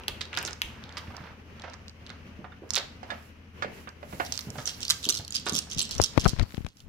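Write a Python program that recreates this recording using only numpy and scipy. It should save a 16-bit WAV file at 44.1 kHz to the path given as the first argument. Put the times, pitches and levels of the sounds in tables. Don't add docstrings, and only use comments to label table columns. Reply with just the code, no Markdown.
import sys
import numpy as np
from scipy import signal
from scipy.fft import rfft, irfft
from scipy.io import wavfile
from scipy.ndimage import uniform_filter1d

SR = 44100
rng = np.random.default_rng(int(sys.argv[2]) if len(sys.argv) > 2 else 0)


def field_ratio(decibels):
    return 10 ** (np.asarray(decibels, dtype=float) / 20)


def master_out(mix):
    frames = np.transpose(np.atleast_2d(mix))
    ceiling = np.clip(frames, -1, 1)
    pcm = np.round(ceiling * 32767).astype(np.int16)
    wavfile.write(sys.argv[1], SR, pcm)


N = 303408

# (time [s], peak level [dB], ring [Hz], crack level [dB])
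FIDGET = [(0.036, -31, 2620, -28), (0.0817, -9.5, 3140, -22.5), (0.2091, -23, 3600, -35),
          (0.2142, -17, 3600, -34), (0.254, -30, 3700, -43), (0.3299, -24.5, 2400, -39),
          (0.3421, -24, 2960, -45), (0.351, -23.5, 3350, -31), (0.3655, -22.5, 2620, -36),
          (0.3736, -10.5, 3660, -30), (0.3878, -20, 6000, -32), (0.4036, -32, 2130, -45),
          (0.4146, -25, 2700, -40), (0.4278, -22.5, 2680, -13), (0.4508, -16, 5520, -39),
          (0.4335, -30, 2400, -45), (0.4549, -32, 5400, -40), (0.4607, -23, 5640, -43),
          (0.4645, -28, 5460, -47), (0.4682, -24, 5800, -37), (0.474, -25, 4950, -40),
          (0.4859, -29, 3000, -42), (0.4772, -20.5, 3580, -24), (0.509, -28, 5800, -38),
          (0.5308, -22.5, 5300, -38), (0.618, -7, 2800, -27), (0.839, -28, 3430, -36),
          (0.8927, -35, 3300, -50), (0.925, -36, 4260, -41), (0.97, -24.5, 2300, -38),
          (0.981, -32, 2200, -10), (0.0875, -48, 2900, -30), (1.5971, -33, 3260, -41),
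          (1.167, -27.5, 5100, -31), (1.62, -29, 3900, -37), (1.699, -36, 5130, -36),
          (1.735, -31.5, 3890, -50), (1.74, -33, 5100, -38), (1.8818, -27.5, 4330, -37),
          (1.8956, -33.5, 4570, -35), (2.0717, -35, 2950, -47), (2.0939, -32, 3370, -42),
          (2.065, -30, 3640, -42), (2.1026, -28, 3870, -40)]
# (time [s], peak level [dB], ring [Hz], crack level [dB])
STACKING = [(2.692, -45, 5530, -29), (2.7055, -13, 5560, -33), (2.697, -43, 5650, -30),
            (2.7355, -17, 6000, -39), (2.739, -20, 6000, -41), (2.7455, -13.5, 3900, -52),
            (2.755, -12, 6040, -25), (2.7613, -9.5, 3670, -59), (2.7671, -10, 3900, -55),
            (2.771, -24, 3120, -45), (2.7784, -15.5, 3650, -26), (2.7827, -14.5, 3800, -47),
            (2.7865, -19, 4080, -45), (2.7983, -26, 3850, -42), (3.891, -34, 4870, -53),
            (4.2504, -30, 5030, -20), (4.264, -28, 5470, -23), (4.3231, -14, 5700, -31),
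            (4.341, -27, 4670, -23), (4.348, -29, 4140, -35), (4.355, -27, 4850, -35),
            (4.4142, -29, 4970, -35), (4.3766, -16, 4700, -48), (4.3914, -17.5, 4150, -24.5),
            (4.409, -26, 5530, -33)]
FIDGET_PAN_DB, STACK_PAN_DB, PAN_DB_PER_OCTAVE = 4, 0, -5.5
HOLLOW_HZ, HOLLOW_DB, HOLLOW_T60_S = 2690, -33.5, 0.54

# (time [s], peak level [dB], ring [Hz], edge level [dB])
KNOCKS = [(0.08, -28, 444, 2), (0.21, -23, 1730, 16.5), (0.331, -31, 1800, -36), (0.374, -20.5, 1700, 7.5),
          (0.478, -29.5, 1720, 13), (0.97, -27, 1260, 14), (1.638, -32, 754, -9), (2.1, -36, 1420, -28),
          (2.443, -31.5, 810, -14.5), (2.52, -40.5, 1380, -36), (2.764, -22.5, 1700, 12),
          (2.774, -26, 520, -20), (3.03, -32, 690, -3.5), (3.103, -22.5, 1800, 4.5),
          (3.118, -29.5, 700, -22), (3.6225, -19, 1210, 0), (3.6453, -23, 525, -41),
          (3.873, -32, 1370, -13), (4.028, -30, 606, -12), (4.126, -33.5, 595, -32), (4.199, -17, 800, -9),
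          (4.555, -33, 593, -30), (4.585, -28, 970, -33), (4.674, -34, 1630, -21), (4.9, -30, 1750, -18),
          (5.197, -36.5, 745, -19), (5.465, -22.5, 1180, 1), (5.671, -43.5, 900, -43)]
# (time [s], peak level [dB], ring [Hz])
BUMPS = [(0.099, -40.5, 48), (0.642, -36.5, 57.6), (1.08, -34, 111), (1.203, -36, 128), (2.39, -33, 172),
         (2.62, -34.5, 374), (3.653, -32.5, 197), (4.132, -32.5, 194), (4.47, -29.5, 135), (4.58, -33, 136),
         (5.066, -29, 293), (5.194, -35, 101), (5.464, -28, 400), (5.523, -25.5, 181), (5.765, -30, 135)]
# (frequency [Hz], level [dB], t60 [s])
BOARD_MODES = [(603, -12.5, 0.08), (750, -0.5, 0.04), (1010, -13, 0.11), (1448, 0.5, 0.081),
               (1700, -1.5, 0.073), (1965, -2, 0.029), (2800, 7.5, 0.023), (3600, 17.5, 0.059)]
BOARD_DB, BOARD_TILT_DB = -17.5, 11
# (time [s], shuffle level [dB], hold [s])
SHUFFLE = [(0.0, -48.5, 0.014), (0.25, -54, 0.0088), (0.375, -42, 0.01), (0.42, -46, 0.088),
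           (0.66, -50.5, 0.22), (0.85, -48.5, 0.36), (1.15, -45.5, 0.13), (1.645, -45, 0.071),
           (2.105, -51, 0.0025), (2.78, -42, 0.0027), (3.13, -42, 0.0034)]
PUSH_RISE_DB_S, PUSH_FALL_DB_S = 167, 175
# (frequency [Hz], level [dB per Hz])
SHUFFLE_COLOUR = [(500, -1.5), (900, -3.5), (1400, -1.5), (3200, -8), (6000, -17.5), (10000, -67)]

# (time [s], peak level [dB], ring [Hz])
SNAPS = [(4.5027, -26.5, 5500), (4.582, -31, 4400), (4.6016, -46, 4180), (4.656, -20, 6060),
         (4.6653, -21, 6130), (4.675, -14.5, 5600), (4.6837, -44, 4860), (4.689, -25, 5800),
         (4.693, -23, 4080), (4.7027, -40, 5000), (4.8052, -25, 4900), (4.814, -27, 5700),
         (4.8305, -15.5, 5500), (4.851, -18, 4300), (4.8715, -34, 3630), (4.8808, -16, 4870),
         (4.8936, -16, 5000), (4.9006, -4.5, 3930), (4.9065, -2.5, 4160), (4.912, -10, 3330),
         (4.919, -14, 3380), (4.9239, -26, 3400), (4.9285, -44, 3350), (5.0284, -27, 4050),
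         (5.0418, -17, 3930), (5.047, -28, 3600), (5.0526, -14.5, 3200), (5.062, -27, 3130),
         (5.068, -43, 3400), (5.0893, -4, 4700), (5.0945, -4.5, 4800), (5.101, -7.5, 6050),
         (5.106, -13, 5900), (5.12, -36, 4200), (5.124, -14.5, 4200), (5.1342, -23, 4200),
         (5.1423, -18.5, 5400), (5.1506, -17, 4860), (5.1602, -22, 4600), (5.169, -30, 5900),
         (5.173, -16.5, 4260), (5.1788, -19, 5100), (5.1886, -21.5, 5140), (5.2488, -24.5, 4500),
         (5.279, -23, 4530), (5.306, -23.5, 6850), (5.323, -19.5, 4970), (5.331, -32, 5900),
         (5.344, -28, 4950), (5.3513, -12, 4860), (5.3571, -13, 4900), (5.3648, -12.5, 4750),
         (5.3765, -26, 4900), (5.398, -28, 5030), (5.411, -37, 4750),
         (5.455, -36, 5050), (5.4584, -24, 5000), (5.4671, -27, 8000), (5.4864, -17.5, 3600),
              (5.495, -13.5, 5000), (5.5, -21, 3670), (5.5228, -22, 3780), (5.5323, -25, 6400),
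              (5.5386, -23, 5460), (5.5443, -16.5, 5440), (5.5475, -21, 5500), (5.5518, -11, 3300),
              (5.562, -15, 5560), (5.567, -13, 5700), (5.574, -17.5, 5600), (5.5814, -18, 5660),
              (5.5885, -10.5, 5040), (5.5935, -23, 4780), (5.701, -27, 5370), (5.7135, -21.5, 5940),
              (5.7318, -22, 5850), (5.747, -25, 5370), (5.763, -34, 5470), (5.7745, -29.5, 5900),
              (5.783, -15, 5550), (5.7914, -14, 5070), (5.793, -8, 4400), (5.807, -25, 5300),
              (5.8148, -11, 4130), (5.821, -21, 7900), (5.828, -21, 7540), (5.852, -23, 5400),
              (5.8923, -27, 5360), (5.9102, -15, 4400), (5.9152, -19, 5200), (5.9235, -22.5, 5800),
              (5.9425, -26, 5750), (5.951, -22, 5800), (5.964, -26, 3650), (5.9807, -21.5, 5570),
              (5.9876, -27, 5600), (5.9988, -40, 5450), (6.016, -9.5, 5010), (6.0249, -15.5, 5650),
              (6.03, -21, 5550), (6.0378, -8.5, 5100), (6.0429, -11, 5500), (6.0498, -25.5, 4760),
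              (6.0538, -34, 5400), (6.0643, -39, 4850), (6.1354, -39.5, 4900), (6.1966, -20, 5300),
              (6.201, -33.5, 7350), (6.2053, -22, 6230), (6.212, -22.5, 6000), (6.2168, -28.5, 4700),
              (6.241, -23, 6200), (6.2456, -17, 5130), (6.428, -27, 4460), (6.77, -38.5, 5400),
         (6.254, -21, 4270),
    (6.2785, -17, 5600),
    (6.2854, -16, 5500),
    (6.2932, -17, 4700),
    (6.3007, -28, 4420),
    (6.6866, -38, 4480),
    (6.803, -34, 3560),
]
# (time [s], crackle level [dB])
BENDING = [(4.25, -46), (4.326, -36), (4.583, -40), (4.671, -30.5), (4.823, -35.5), (4.905, -35.5),
           (5.04, -34), (5.094, -39), (5.15, -37), (5.344, -30.5), (5.467, -36), (5.548, -31.5),
           (5.71, -37), (5.785, -28), (5.913, -35.5), (6.017, -32.5), (6.201, -35.5), (6.277, -39),
           (6.543, -62), (6.685, -60), (6.78, -60.5)]
BEND_RISE_DB_S, BEND_HOLD_S, BEND_FALL_DB_S = 1383.5, 0.015, 309
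# (frequency [Hz], level [dB per Hz])
CRACKLE_COLOUR = [(1200, -14), (2600, 3), (3200, 6), (6000, 2.5), (7500, -8), (9500, -17), (13500, -32),
                  (16000, -26.5)]
# (frequency [Hz], level [dB])
NEAR_SIDE = [(1000, -5.5), (2400, 5), (4400, 3), (8000, -9), (15000, 5)]
# (time [s], left-right level [dB])
TURNING = [
    (5.3, 1.5),
    (5.55, 1.5),
    (5.95, 2),
    (6.1, -4),
    (6.19, 1),
    (6.265, 16),
    (6.28, -4),
    (6.45, 4.5),
]
SHEET_LOW_HZ = 2700

# (time [s], hiss level [dB], hold [s])
SLIDING = [(0.42, -69, 0.21), (0.95, -65.5, 0.32), (2.72, -60, 0.079), (3.1, -61, 0.16), (3.57, -68, 0.19),
           (3.745, -57, 0.065), (4.11, -48.5, 0.32), (4.55, -51, 0.35), (4.95, -54, 0.22), (5.5, -60, 0.06),
           (5.75, -79, 0.32), (6.19, -55, 0.075), (6.52, -52.5, 0.037), (6.77, -63.5, .04)]
SLIDE_RISE_DB_S, SLIDE_FALL_DB_S, SLIDE_REST_DB = 208.5, 148, -100
# (frequency [Hz], level [dB per Hz])
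SLIDING_COLOUR = [(4000, -2), (7500, -6.5), (9000, -14.5), (11000, -5.5), (14000, -12), (15800, -8),
                  (16800, -30)]

# (time [s], peak level [dB], contact [ms], scuff level [dB])
THUMPS = [
    (5.9996, -2, 0.64, -44),
    (6.1764, 1.5, 2.03, 1),
    (6.1804, -8, 1.18, -19),
    (6.2544, -10, 2.8, 4),
    (6.26, 0.5, 3.5, -2),
    (6.333, -16, 2.9, -14),
    (6.2656, -12.5, 3.2, 0),
    (6.395, -15.5, 9.2, -17),
    (6.579, -17.5, 2.3, -16),
    (6.6646, -23.5, 0.37, -4),
]
# (time [s], peak level
# [dB], contact [ms], scuff level [dB])
PULLS = [
    (6.542, -26, 1.56, -23),
    (6.0012, -7, 2.55, -40),
    (6.606, -23.5, 3.1, -24),
    (6.647, -20, 3.9, -21),
]
# (time [s], rumble level [dB], scuff level [dB])
GRIP = [
    (5.78, -51.5, -71),
    (5.9, -71, -46),
    (6.005, -39, -35),
    (6.18, -47, -36.5),
    (6.265, -33, -33.5),
    (6.41, -36, -32.5),
    (6.66, -52.5, -58),
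    (6.87, -54.5, -72.5),
]
GRIP_RISE_DB_S, GRIP_FALL_DB_S = 278, 353
# (time [s], peak level [dB])
TICKS = [(6.378, -37), (6.3867, -33), (6.389, -30), (6.3962, -15.5), (6.4126, -42), (6.426, -50),
         (6.4453, -48), (6.4937, -42), (6.507, -36.5), (6.7305, -65), (6.5223, -36), (6.546, -28),
         (6.5635, -46), (6.5702, -33), (6.5795, -40), (6.6047, -47), (6.6257, -49), (6.6335, -54),
         (6.6475, -34), (6.6655, -30),
         (6.177, -15.5),
    (6.1807, -20),
    (6.482, -50),
    (6.617, -46),
    (6.6225, -49),
]
TICK_HZ, TICK_GAIN_DB, TICK_RIGHT_DB = (900, 6000), 5, -35
# (time [s], left level [dB], right level [dB])
COVER = [
    (0, 0, -6.5),
    (6.68, 2.5, -3.5),
    (6.7, -39, -11),
    (6.76, -2, -14),
    (6.8, -6, -11),
    (6.88, -5, -9),
]
# (frequency [Hz], level [dB])
SHADOW = [(100, -4), (500, -3.5), (1300, -7), (2400, -2.5), (4400, -8.5), (8000, -16), (15000, -15)]

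# (frequency [Hz], t60 [s], level [dB])
REVERB = [(148, 0.093, -20), (587, 0.4, -11.5), (1420, 0.3, -8.5), (2750, 0.41, -15.5), (3900, 0.27, -13),
          (5530, 0.48, -16), (9100, 0.3, -14.5), (14000, 0.3, -15.5)]
# (time [s], level [dB])
STIR = [(0.3, 8.5), (0.44, 13.5), (0.6, 5), (2.05, 4.5), (2.6, 2.5), (2.9, 4), (3.54, 1.5), (3.58, 9),
        (3.7, 10), (3.92, 4), (4.6, 6), (5.38, 1.5), (5.555, 3.5), (5.945, 6), (6.295, 5.5), (6.465, 0.5),
        (6.66, -1.5)]
ROOM_LOW_DB, ROOM_MIDDLE_DB, LOW_FOLLOWS = -48.5, -53, 0.56
# (frequency [Hz], level [dB per Hz])
ROOM_COLOUR = [(25, -13), (60, -3.5), (330, -4.5), (700, -25.5), (2950, -28), (3600, -38.5), (6100, -41.5),
               (7600, -55.5)]
# (frequency [Hz], left-right likeness [0-1])
LIKENESS = [(60, 0.8), (240, 1), (950, 0.046), (3770, 0.032), (15000, 0.01)]
# (time [s], level [dB])
HUM = [
    (0.0, -48),
    (6.43, -54),
    (6.6, -60),
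]
HUM_HZ = 79.9


def in_time(rows, outside=None):
    s, *columns = np.transpose(rows)
    return [np.interp(np.arange(N) / SR, s, c, outside, outside) for c in columns]


def at_hz(points, hz, axis=1):
    points = np.array(points)
    return np.interp(np.log(np.maximum(hz, 1)), np.log(points[:, 0]), points[:, axis])


def rms_one(x):
    return x / np.sqrt(np.mean(x ** 2) + 1e-20)


def band(x, low_hz, high_hz):
    return signal.sosfilt(signal.butter(2, [low_hz, min(high_hz, .45 * SR)], "band", fs=SR, output="sos"), x)


def coloured(x, points):
    return irfft(rfft(x) * field_ratio(at_hz(points, np.fft.rfftfreq(N, 1 / SR))), N)


def resonance(x, hz, width_hz):
    r = np.exp(-np.pi * width_hz / SR)
    poles = [1, -2 * r * np.cos(2 * np.pi * hz / SR), r * r]
    return signal.lfilter([(1 - r * r) / 2, 0, (r * r - 1) / 2], poles, x)


def drift(rate):
    r = np.exp(-40 * np.pi * rate / SR)
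    slow = signal.lfilter([1], [1, -2 * r, r * r], rng.standard_normal(N // 20 + 2002))[2000:]
    return np.interp(np.arange(N) / 20, np.arange(len(slow)), rms_one(slow))


def stereo_noise():
    alike = np.clip(at_hz(LIKENESS, np.fft.rfftfreq(N, 1 / SR)), 0, 1)
    mid, side = rfft(rng.standard_normal((2, N)))
    return irfft(np.sqrt(1 + alike) * mid + np.sqrt(1 - alike) * side * [[1], [-1]], N)


def add(out, s, hit, peak_db, pan_db, lag_per_db=2.5):
    hit = hit / np.abs(hit).max() * field_ratio(peak_db)
    lag = np.clip(lag_per_db * pan_db, -20, 20)
    for channel, sign in enumerate((1, -1)):
        start = max(round(s * SR - sign * lag / 2), 0)
        part = hit[:N - start]
        out[channel, start:start + len(part)] += part * field_ratio(sign * pan_db / 2)


def shade(x, points):
    half = np.array(points) * [1, .5]
    return np.array([coloured(x[0], half), coloured(x[1], half * [1, -1])])


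def dying(t60, rise=0.0001, size=2048):
    t = np.arange(size) / SR
    return rng.standard_normal(size) * field_ratio(-60 * t / t60) * (1 - np.exp(-t / rise)) ** 2


def grains(per_s, spread_db, clumps_per_s):
    sizes = field_ratio(spread_db * np.minimum(rng.exponential(1, N), 5)) * rng.standard_normal(N)
    chance = per_s * field_ratio(6.0 * drift(clumps_per_s)) / SR
    return rms_one(sizes * (rng.random(N) < chance))


def crackle(pitches_hz, per_s, t60):
    fade = field_ratio(-60 / t60 / SR)
    out = 0
    for hz in pitches_hz:
        contacts = np.abs(grains(per_s / len(pitches_hz), 3.6, 30))
        bursts = signal.lfilter([1], [1, -fade], contacts)
        out = out + rms_one(resonance(bursts * rng.standard_normal(N), hz, 0.61 * hz)) / np.sqrt(hz)
    effort = uniform_filter1d(out ** 2, size=2600) + 1e-12
    return rms_one(out / effort ** .35)


def strokes(rows, rise_db_s, fall_db_s, column=1, held=None):
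    t, level = np.arange(N) / SR, np.full(N, -120.)
    for row in rows:
        end = row[0] + (abs(row[held]) if held else 0)
        before, after = np.maximum(row[0] - t, 0), np.maximum(t - end, 0)
        level = np.maximum(level, row[column] - rise_db_s * before - fall_db_s * after)
    return level


def clicks():
    out = np.zeros((2, N))
    fidget = [(*c, FIDGET_PAN_DB) for c in FIDGET]
    stacking = [(*c, STACK_PAN_DB) for c in STACKING]
    for s, peak_db, hz, crack_db, pan_db in fidget + stacking:
        contact = 0.08 * dying(0.019)
        contact[8] += 1
        body = band(contact, 900, 5000)
        ring = band(3.0 * resonance(contact, hz, 0.25 * hz) + 0.4 * body, 860, 7300)
        crack = band(contact, 5300, 14400)
        hit = ring / np.abs(ring).max() + field_ratio(crack_db + 17.5) * crack / np.abs(crack).max()
        add(out, s, hit, peak_db, pan_db + PAN_DB_PER_OCTAVE * np.log2(hz / 3500))
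    for s, peak_db, hz, _ in FIDGET:
        if peak_db > -12:
            hollow = resonance(dying(HOLLOW_T60_S, rise=0.00043, size=12000), HOLLOW_HZ, 460)
            add(out, s, hollow, peak_db + HOLLOW_DB, 0)
    return out


def knocks():
    out = np.zeros((2, N))
    for s, peak_db, hz, edge_db in KNOCKS:
        contact = dying(0.092, size=4096)
        contact[12] += 2.5
        wood = 4.0 * resonance(contact, hz, 0.47 * hz) + 0.8 * band(contact, 390, 4350)
        edge = field_ratio(edge_db) * band(band(contact, 2200, 5200), 1500, 6500)
        wood = wood + field_ratio(BOARD_DB) * np.abs(wood).max() * table_top(contact, hz) * 2
        hit = band(band(wood, 170, 2430), 100, 4500) + edge
        add(out, s, hit, peak_db, -2.5, lag_per_db=7.3 * (2.9 < s < 4.4))
    return out + bumps() + shuffling()


def table_top(contact, hz):
    tap = contact * field_ratio(-60 * np.arange(len(contact)) / SR / 0.015)
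    out = 0
    for (mode_hz, db, t60), luck in zip(BOARD_MODES, rng.standard_normal(len(BOARD_MODES))):
        mode = resonance(tap, mode_hz, np.log(1000) / np.pi / t60)
        mode_db = db + 4.9 * luck - BOARD_TILT_DB * abs(np.log2(mode_hz / hz))
        out = out + field_ratio(mode_db) * mode / np.abs(mode).max()
    return out


def bumps():
    out = np.zeros((2, N))
    for s, peak_db, hz in BUMPS:
        push = dying(0.28, rise=0.0039, size=8192)
        push[:100] += 0.65 * np.hanning(100)
        add(out, s, resonance(band(push, 21, 860), hz, 0.41 * hz), peak_db, 1.5)
    return out


def shuffling():
    rough = crackle([800, 1580, 2400, 4260], 1800, 0.023)
    shuffle = coloured(rough + 0.97 * stereo_noise(), SHUFFLE_COLOUR)
    level_db = strokes(SHUFFLE, PUSH_RISE_DB_S, PUSH_FALL_DB_S, held=2) - 3.5
    return field_ratio(level_db) * rms_one(shuffle)


def paper():
    out = np.zeros((2, N))
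    for s, peak_db, hz in SNAPS:
        snap = dying(0.014)
        snap[6] += 5.5
        hit = resonance(snap, hz, 0.037 * hz) + 0.22 * band(snap, 3070, 6150) + 0.082 * snap
        pan_db = 1.7 * snap[-1] / abs(snap[-2:]).max()
        add(out, s, band(hit, 880, 11300), peak_db - 2.5, pan_db)
    rough = crackle([3300, 4400, 5800, 8000, 12000], 2200, 0.005)
    fine = rms_one(coloured(rough + 0.5 * stereo_noise(), CRACKLE_COLOUR))
    bends = [(*b, BEND_HOLD_S) for b in BENDING]
    bend_db = strokes(bends, BEND_RISE_DB_S, BEND_FALL_DB_S, held=2) - 2.5
    out = shade(out + field_ratio(bend_db) * fine, NEAR_SIDE)
    high = signal.sosfilt(signal.butter(6, SHEET_LOW_HZ, "high", fs=SR, output="sos"), out)
    out = 1.22 * resonance(out, 1350, 510) + high
    out = out * field_ratio(in_time(TURNING)[0] * [[.5], [-.5]])
    return np.array([out[0], np.roll(out[1], 9)])


def sliding():
    hiss = rms_one(coloured(stereo_noise(), SLIDING_COLOUR))
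    level_db = np.maximum(strokes(SLIDING, SLIDE_RISE_DB_S, SLIDE_FALL_DB_S, held=2), SLIDE_REST_DB)
    return field_ratio(level_db - 7.0 + 1.7 * drift(8.5)) * hiss * field_ratio([[-4], [2]])


def handling():
    out, ms = np.zeros((2, N)), np.arange(4096) / SR * 1000
    for way, s, peak_db, contact_ms, scuff_db in [(-1, *f) for f in THUMPS] + [(1, *f) for f in PULLS]:
        swing = 4.97 * np.log(1 + ms / contact_ms)
        onset = np.sqrt(1 - np.exp(-ms / contact_ms))
        decay = (1 + ms / contact_ms) ** -.9 * np.exp(-ms / 15)
        push = way * np.sin(swing) * onset * decay
        scuff = band(dying(0.016, size=4096), 280, 1400 / contact_ms + 600)
        hit = push / np.abs(push).max() + field_ratio(scuff_db) * scuff / np.abs(scuff).max()
        add(out, s, hit, peak_db, 0)
    rumble_db, scuff_db = [strokes(GRIP, GRIP_RISE_DB_S, GRIP_FALL_DB_S, column=k) for k in (1, 2)]
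    rumble = rms_one(band(rng.standard_normal(N), 7.8, 128) * field_ratio(4.4 * drift(29)))
    scuff = band(crackle([500, 910, 1800, 3600], 2700, 0.0067), 280, 5900)
    rubbing = field_ratio(rumble_db + 13.5) * rumble + field_ratio(scuff_db - 0.5) * scuff
    return (out + rubbing) * field_ratio([[0], [-36]]) + ticks()


def ticks():
    out = np.zeros((2, N))
    for s, peak_db in TICKS:
        release = 0.13 * dying(0.01, size=512)
        release[4] += rng.choice([-1, 1])
        hit = band(band(release, *TICK_HZ), 540, 4100) + 0.12 * band(release, 10700, 11500)
        add(out, s, hit, peak_db + TICK_GAIN_DB, 0)
    return out * field_ratio([[0], [TICK_RIGHT_DB]])


def room(x):
    t = np.arange(SR) / SR
    build = 1 - np.exp(-(t / .005) ** 2)
    tail, edges = 0, 90 * 2 ** np.arange(0, 8.1, .5)
    for low, high in zip(edges, edges[1:]):
        hz = np.sqrt(low * high)
        fade = field_ratio(at_hz(REVERB, hz, axis=2) - 60 * t / at_hz(REVERB, hz)) * build
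        tail = tail + fade * band(rng.standard_normal((2, SR)), low, high)
    return 0.094 * signal.fftconvolve(x.mean(0)[None], tail, axes=1)[:, :N]


def ambience():
    stir_db = in_time(STIR)[0]
    low_db, middle_db = ROOM_LOW_DB + LOW_FOLLOWS * stir_db, ROOM_MIDDLE_DB + stir_db
    air = band(coloured(stereo_noise(), ROOM_COLOUR), 25, 18000)
    low = signal.sosfilt(signal.butter(2, 450, fs=SR, output="sos"), air)
    low = low + 0.88 * resonance(low, 226.0, 75) + .5 * resonance(low, 104.0, 38)
    high = signal.sosfilt(signal.butter(2, 450, "high", fs=SR, output="sos"), air)
    phase = 2 * np.pi * np.cumsum(HUM_HZ + 0.86 * drift(3.27)) / SR
    hum = field_ratio(in_time(HUM)[0] + 2.5 + 0.5 * drift(21)) * np.sin(phase)
    uneven_db = 1.5 * drift(8)
    return field_ratio(low_db + uneven_db) * rms_one(low) + field_ratio(middle_db + uneven_db) * rms_one(high) + hum


def scene():
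    wood, sheet = clicks() + knocks(), paper()
    echo = room(wood + 0.89 * sheet)
    air = (echo + ambience()) * field_ratio(in_time(COVER)) + wood + sheet + sliding()
    return shade(air, SHADOW) + handling()


def low_pass(x):
    return signal.sosfilt(signal.butter(12, 16990, fs=SR, output="sos"), x)


def record(dry):
    clipped = np.clip(dry, -.94, .94)
    mix = signal.sosfilt(signal.cheby2(10, 60, 16900, fs=SR, output="sos"), clipped)
    return low_pass(mix)


dry = scene()
out = record(dry)
master_out(out)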